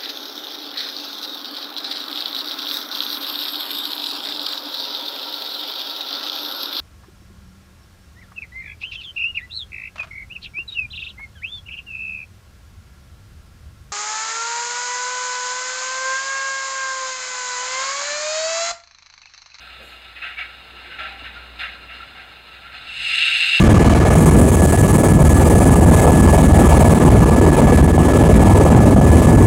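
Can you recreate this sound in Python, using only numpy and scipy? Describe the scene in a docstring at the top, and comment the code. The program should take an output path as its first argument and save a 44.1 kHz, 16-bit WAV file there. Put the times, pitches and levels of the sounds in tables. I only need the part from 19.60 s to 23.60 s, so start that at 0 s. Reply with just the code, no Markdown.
"""A model locomotive on an indoor layout, a little way from one microphone, over a low hum and room noise.
It creeps along on rolling wheels, with a dull bump of the baseboard and a thin scrape at the start.
From half a second on its loose mechanism rattles in short fits, among low groans and a second bump.
After three seconds the gear train takes up speed and whirrs to the end, and the board drums softly.
Wheels, rattles and gear teeth all sound through the resonances of the locomotive's body."""
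import sys
import numpy as np
from scipy.fft import rfft, irfft, next_fast_len
from scipy.io import wavfile
from scipy.ndimage import map_coordinates

SR = 44100
rng = np.random.default_rng(int(sys.argv[2]) if len(sys.argv) > 2 else 0)


def put_to_file(sound):
    """Save the sound as 16-bit audio at rate SR, in the file named by the first command-line argument."""
    columns = np.atleast_2d(sound).T  # one column per channel
    safe = np.clip(columns, -1, 1)
    whole_steps = np.round(safe * 32767)
    wavfile.write(sys.argv[1], SR, whole_steps.astype(np.int16))


N = 176400


def amp(db):
    """Gain of a level in dB."""
    return 10 ** (np.asarray(db) / 20)


def unit(x):
    """Scale to rms 1."""
    return x / np.sqrt(np.mean(x ** 2) + 1e-20)


def colour(points, hz):
    """Gain at hz of a curve of (freq_hz, gain_db) points on a log frequency axis."""
    freq_hz, gain_db = np.transpose(points)
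    return amp(np.interp(np.log(hz + 1), np.log(freq_hz + 1), gain_db))


def level(points):
    """Gain per sample of a curve of (time_s, level_db) points."""
    return amp(np.interp(np.arange(N) / SR, *np.transpose(points)))


def wobble(knots_per_s):
    """A smooth random curve."""
    knots = rng.standard_normal(int(N * knots_per_s / SR) + 4)
    return map_coordinates(knots, [np.arange(N) * knots_per_s / SR])


def burst(start_s, rise_s, hold_s, level_db, fall_db_per_s):
    """An envelope that rises, holds and dies away."""
    t = np.arange(N) / SR - start_s
    return np.clip(t / rise_s, 0, 1) * amp(level_db - fall_db_per_s * np.maximum(t - rise_s - hold_s, 0))


def peak(hz, centre_hz, width_hz):
    """Gain of a steep-sided resonance."""
    return 1 / (1 + (2 * (hz - centre_hz) / width_hz) ** 2)


def resonances(modes, hz):
    """Gain of several resonances whose powers add."""
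    return np.sqrt(sum((amp(db) * peak(hz, centre, width)) ** 2 for centre, width, db in modes))


def filtered(x, gain):
    """x through the minimum-phase filter with this gain over frequency."""
    size = 2 * next_fast_len(N)
    cepstrum = irfft(np.log(np.maximum(gain(np.fft.rfftfreq(size, 1 / SR)), 1e-6)))
    cepstrum[1:size // 2] *= 2
    cepstrum[size // 2 + 1:] = 0
    return irfft(rfft(x, size) * np.exp(rfft(cepstrum)), size)[:N]


def noise(gain):
    """Coloured noise of rms 1."""
    size = next_fast_len(N)
    spectrum = rfft(rng.standard_normal(size)) * gain(np.fft.rfftfreq(size, 1 / SR))
    return unit(irfft(spectrum, size)[:N])


def contacts(hits_per_s, scatter_db, rub_db):
    """Tiny irregular impacts over the noise of rubbing, rms 1."""
    hits = (rng.random(N) < hits_per_s / SR) * np.sign(rng.standard_normal(N))
    strength = amp(scatter_db * rng.standard_normal(N))
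    rubbing = amp(rub_db) * rng.standard_normal(N)
    return unit(unit(hits * strength) + rubbing)


def through_body(force, tilt):
    """A force, coloured by tilt, rings the locomotive's body and keeps about the same level."""
    # resonances of the body: pitch_hz, width_hz, gain_db
    modes = [(748.4, 154, -33.5), (1331, 71, -21.5), (1416, 24, -20.5), (1566, 53, -18.5),
             (1733, 358, -21.5), (1982, 191, -18), (2153, 77, -13), (2317, 96, -12.5), (2527, 108, -9),
             (2692, 37, -8), (2761, 76, -6.5), (2872, 92, -7.5), (2966, 110, -20.5), (3117, 94, -17),
             (3280, 90, -17), (3495, 160, -14), (3593, 130, -19.5), (3756.4, 120, -11.5),
             (3945, 59.8, -13.5), (4102, 73, -13.5), (4245, 68, -15.5), (4440, 239, -25),
             (4880, 120, -23.5), (5067, 225, -28), (5340, 210, -34), (6396, 660, -37), (6963, 120, -36.5),
             (7520, 310, -34.5), (8064, 195, -28.5), (8470, 1170, -39), (10400, 1400, -48),
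             (11400, 390, -45.5)]
    # deep, narrow gaps between them: centre_hz, width_hz
    gaps = [(1480, 16), (1615, 15), (2405, 20.3), (3355, 25), (3865, 27), (5660, 140), (6720, 120),
            (7190, 84), (7830, 220), (9220, 110)]

    def gain(hz):
        notches = np.prod([1 - .93 * peak(hz, centre, width) for centre, width in gaps], axis=0)
        return resonances(modes, hz) * notches * tilt(hz)

    rms_gain = np.sqrt(np.mean(gain(np.linspace(0, SR / 2, SR // 8)) ** 2))
    return filtered(force, lambda hz: gain(hz) / rms_gain)


def gear_whirr():
    """Gear teeth strike harder and softer as the shafts turn, and ring the body and the gears."""
    # swell of the gear train: time_s, level_db
    swell = [(3.1, -73), (3.2, -52.5), (3.3, -36), (3.38, -28), (3.45, -23), (3.52, -20), (3.59, -17.5),
             (3.7, -17.5), (3.87, -18), (4, -17.5)]
    # colour of the tooth contacts: freq_hz, gain_db
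    tilt = [(300, -21.5), (750, -3), (1400, 1), (2700, -1), (5000, 0.5), (8000, 2), (11500, 0.5),
            (13000, -10)]
    # resonances of the gears: pitch_hz, width_hz, boost_db
    gear_modes = [(2698, 32, 12.5), (2840, 53, 5), (2380, 63, 0)]
    # beats of the turning shafts: rate_hz, depth
    shafts = [(23.3, 0.043), (32.6, 0.06), (56.5, 0.067), (117.5, 0.056), (163.5, 0.06), (254, 0.079)]

    def gear_gain(hz):
        boost = sum((amp(db) - 1) * peak(hz, centre, width) for centre, width, db in gear_modes)
        return colour(tilt, hz) * (1 + boost)

    shaft_time = np.cumsum(1 + 0.0168 * wobble(5)) / SR  # the speed wanders slightly
    load = np.exp(sum(depth * np.sin(2 * np.pi * (hz * shaft_time + rng.random())) for hz, depth in shafts))
    teeth = contacts(hits_per_s=1400, scatter_db=2, rub_db=1.5)
    return through_body(unit(load * teeth) * level(swell), gear_gain)


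def rattles():
    """Loose parts chatter against the body; in each fit one part rings out briefly."""
    # fits of rattling: start_s, rise_s, hold_s, level_db, fall_db_per_s, ring_hz, ring_over_rattle_db
    fits = [(.548, 0.016, 0.0163, -38.5, 110, 2530, -5.5), (0.616, 0.0099, 0.016, -32, 100, 2560, -1.5),
            (0.647, 0.014, 0.031, -39, 130, 1943, 0), (0.763, 0.032, 0.017, -29, 230, 2274, -2),
            (1.155, 0.014, 0.0089, -43.5, 296, 2750, -14), (1.232, 0.013, 0.026, -42, 118, 1347, -16.5),
            (1.298, 0.012, 0.018, -39, 155, 1530, -3), (1.384, 0.0053, 0.0061, -28.5, 110, 1347, -1.5),
            (1.437, 0.011, 0.0091, -35.5, 202, 1560, -7), (1.637, 0.011, 0.01, -34.5, 137.5, 1536, -5.5),
            (1.753, 0.0123, 0.0107, -41.5, 200, 1430, 0.5), (1.988, 0.018, 0.0255, -26.5, 141, 1600, -12.5),
            (2.274, 0.028, 0.0132, -38, 134, 2743, -7.5), (2.393, 0.017, 0.018, -42.5, 252, 1361, 1.5),
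            (2.535, 0.039, 0.022, -41, 146, 1577, -6), (2.924, .015, 0.034, -50, 200, 1530, -7),
            (3.032, 0.034, 0.0246, -44.5, 250, 1380, 3), (3.128, .014, 0.01, -44, 137.5, 1529, 3.5)]
    # colour of the chatter: freq_hz, gain_db
    tilt = [(600, 3), (1300, 2.5), (2000, -4), (2700, -12), (3300, -12), (4200, -20), (6500, -19.5),
            (8200, -30.5), (11500, -13.5)]
    ring_damping_db_per_s = 60
    power, rings = np.zeros(N), np.zeros(N)
    for start, rise, hold, db, fall, ring_hz, ring_db in fits:
        power += burst(start, rise, hold, db, fall) ** 2
        ring = noise(lambda hz: peak(hz, ring_hz, width_hz=51))
        rings += ring * burst(start, rise, hold, db + ring_db, fall + ring_damping_db_per_s)
    force = contacts(hits_per_s=1300, scatter_db=1.5, rub_db=-2) * np.sqrt(power)
    return through_body(force, lambda hz: colour(tilt, hz)) + rings


def rattle_edges():
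    """Hard metal contacts brighten the start of three strong rattles."""
    # bursts of hard contact: start_s, rise_s, hold_s, level_db, fall_db_per_s
    edges = [(1.387, .008, .015, -43.5, 160), (1.63, .008, 0.0115, -45, 220),
             (1.984, 0.0105, 0.019, -36.5, 175)]
    # their bright colour: freq_hz, gain_db
    tilt = [(1500, -31), (2700, -9), (3500, 0.5), (5000, -2.5), (8000, -10), (11500, 3)]
    force = contacts(hits_per_s=740, scatter_db=2, rub_db=-3.5) * sum(burst(*edge) for edge in edges)
    return through_body(force, lambda hz: colour(tilt, hz))


def rolling():
    """Wheels and the idling drive scratch along unevenly."""
    # loudness of the rolling: time_s, level_db
    loudness = [(0, -43.5), (.5, -43.5), (1, -43), (1.6, -42.5), (2.2, -43), (2.9, -44), (3.3, -40)]
    # colour of the wheel contacts: freq_hz, gain_db
    tilt = [(700, 0), (1300, -1), (2000, -14.5), (2700, -17.5), (4200, -15), (6500, -19.5), (11500, -22)]
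    force = contacts(hits_per_s=700, scatter_db=3, rub_db=2) * level(loudness)
    flicker = amp(1.5 * wobble(25.1))
    return through_body(force * flicker, lambda hz: colour(tilt, hz))


def groans():
    """Wheels and board rub briefly, each time on one low resonance."""
    # rubs: start_s, rise_s, hold_s, level_db, fall_db_per_s, pitch_hz
    rubs = [(1.03, .02, 0.087, -62.5, 100, 445), (1.126, .015, 0.014, -55, 300, 350),
            (1.25, .015, 0.026, -58, 300, 350), (1.289, 0.01, 0.021, -50, 300, 517),
            (1.385, .015, 0.086, -46, 196.5, 785), (1.39, 0.016, .06, -54, 302, 620),
            (1.516, 0.0106, 0.022, -43, 158, 778.5), (2.545, .02, 0.038, -52, 150, 766)]
    return sum(burst(*shape) * noise(lambda hz: peak(hz, pitch, width_hz=39)) for *shape, pitch in rubs)


def board_bumps():
    """Soft thuds in the baseboard."""
    # thuds: start_s, rise_s, hold_s, level_db, fall_db_per_s
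    thuds = [(0.188, .015, 0.0214, -49, 110), (1.611, 0.01, .006, -45, 600)]
    # dull colour of the board: freq_hz, gain_db
    tilt = [(60, -20), (130, -6), (250, -5), (400, -5), (540, 3), (750, -6.5), (1500, -35), (4000, -70)]
    return sum(burst(*thud) for thud in thuds) * noise(lambda hz: colour(tilt, hz))


def scrape():
    """Something small and metallic slides for a moment."""
    # thin ringing of the metal: pitch_hz, width_hz, gain_db
    modes = [(6660, 280, -1), (7480, 280, 1), (9580, 170, 0), (11750, 240, 2), (12950, 500, -8),
             (9500, 12000, -11)]
    # the slide: start_s, rise_s, hold_s, level_db, fall_db_per_s
    slide = (.208, .03, .05, -59.5, 115)
    return burst(*slide) * noise(lambda hz: resonances(modes, hz))


def board_rumble():
    """The baseboard drums softly once the train gathers speed."""
    # colour of the drumming: freq_hz, gain_db
    tilt = [(25, -9), (58, 4.5), (80, -9), (115, 2), (170, -6.5), (400, -30), (1500, -60)]
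    # its swell: time_s, level_db
    swell = [(2.8, -71), (3.2, -56), (3.6, -57), (4, -66)]
    return level(swell) * noise(lambda hz: colour(tilt, hz))


def room_tone():
    """A wavering low hum, the murky noise of the room and a faint hiss."""
    # loudness of the hum: time_s, level_db
    hum_level = [(0, -52.5), (1.25, -52.5), (1.8, -46.5), (2.3, -50), (2.8, -57.5), (3.1, -52), (3.6, -56),
                 (4, -58.5)]
    # colour of the room noise: freq_hz, gain_db
    air_tilt = [(20, -14), (40, -11), (60, 1.5), (80, 1.5), (105, -0.5), (150, -4), (200, -2.5),
                (400, -4.5), (700, -3), (1100, -4.5), (2500, -19.5), (5500, -45)]
    # loudness of the room noise: time_s, level_db
    air_level = [(0, -55.5), (.8, -54.5), (1.4, -49.5), (2, -49), (2.8, -52), (4, -56)]
    # colour of the hiss: freq_hz, gain_db
    hiss_tilt = [(1000, -19), (6000, 3), (11000, 4), (15500, 2)]
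    hum_hz = 60.85 + 0.67 * wobble(5.87)
    hum = np.sqrt(2) * np.sin(2 * np.pi * np.cumsum(hum_hz) / SR)
    flicker = amp(0.63 * wobble(14))
    air = noise(lambda hz: colour(air_tilt, hz)) * level(air_level)
    hiss = amp(-65.5) * noise(lambda hz: colour(hiss_tilt, hz))
    return hum * flicker * level(hum_level) + air + hiss


def scene():
    """The locomotive on its layout, heard in mono from a little way off."""
    creeping = rolling() + rattles() + rattle_edges() + scrape() + groans() + board_bumps()
    running = gear_whirr() + board_rumble()
    return (creeping + running + room_tone())[None]


def record(dry):
    """The recorder keeps nothing above its band limit."""
    top_hz = 15720
    size = next_fast_len(N + SR // 2)
    passband = np.fft.rfftfreq(size, 1 / SR) < top_hz
    return irfft(rfft(dry, size) * passband, size)[:, :N]


dry = scene()
out = record(dry)
put_to_file(out)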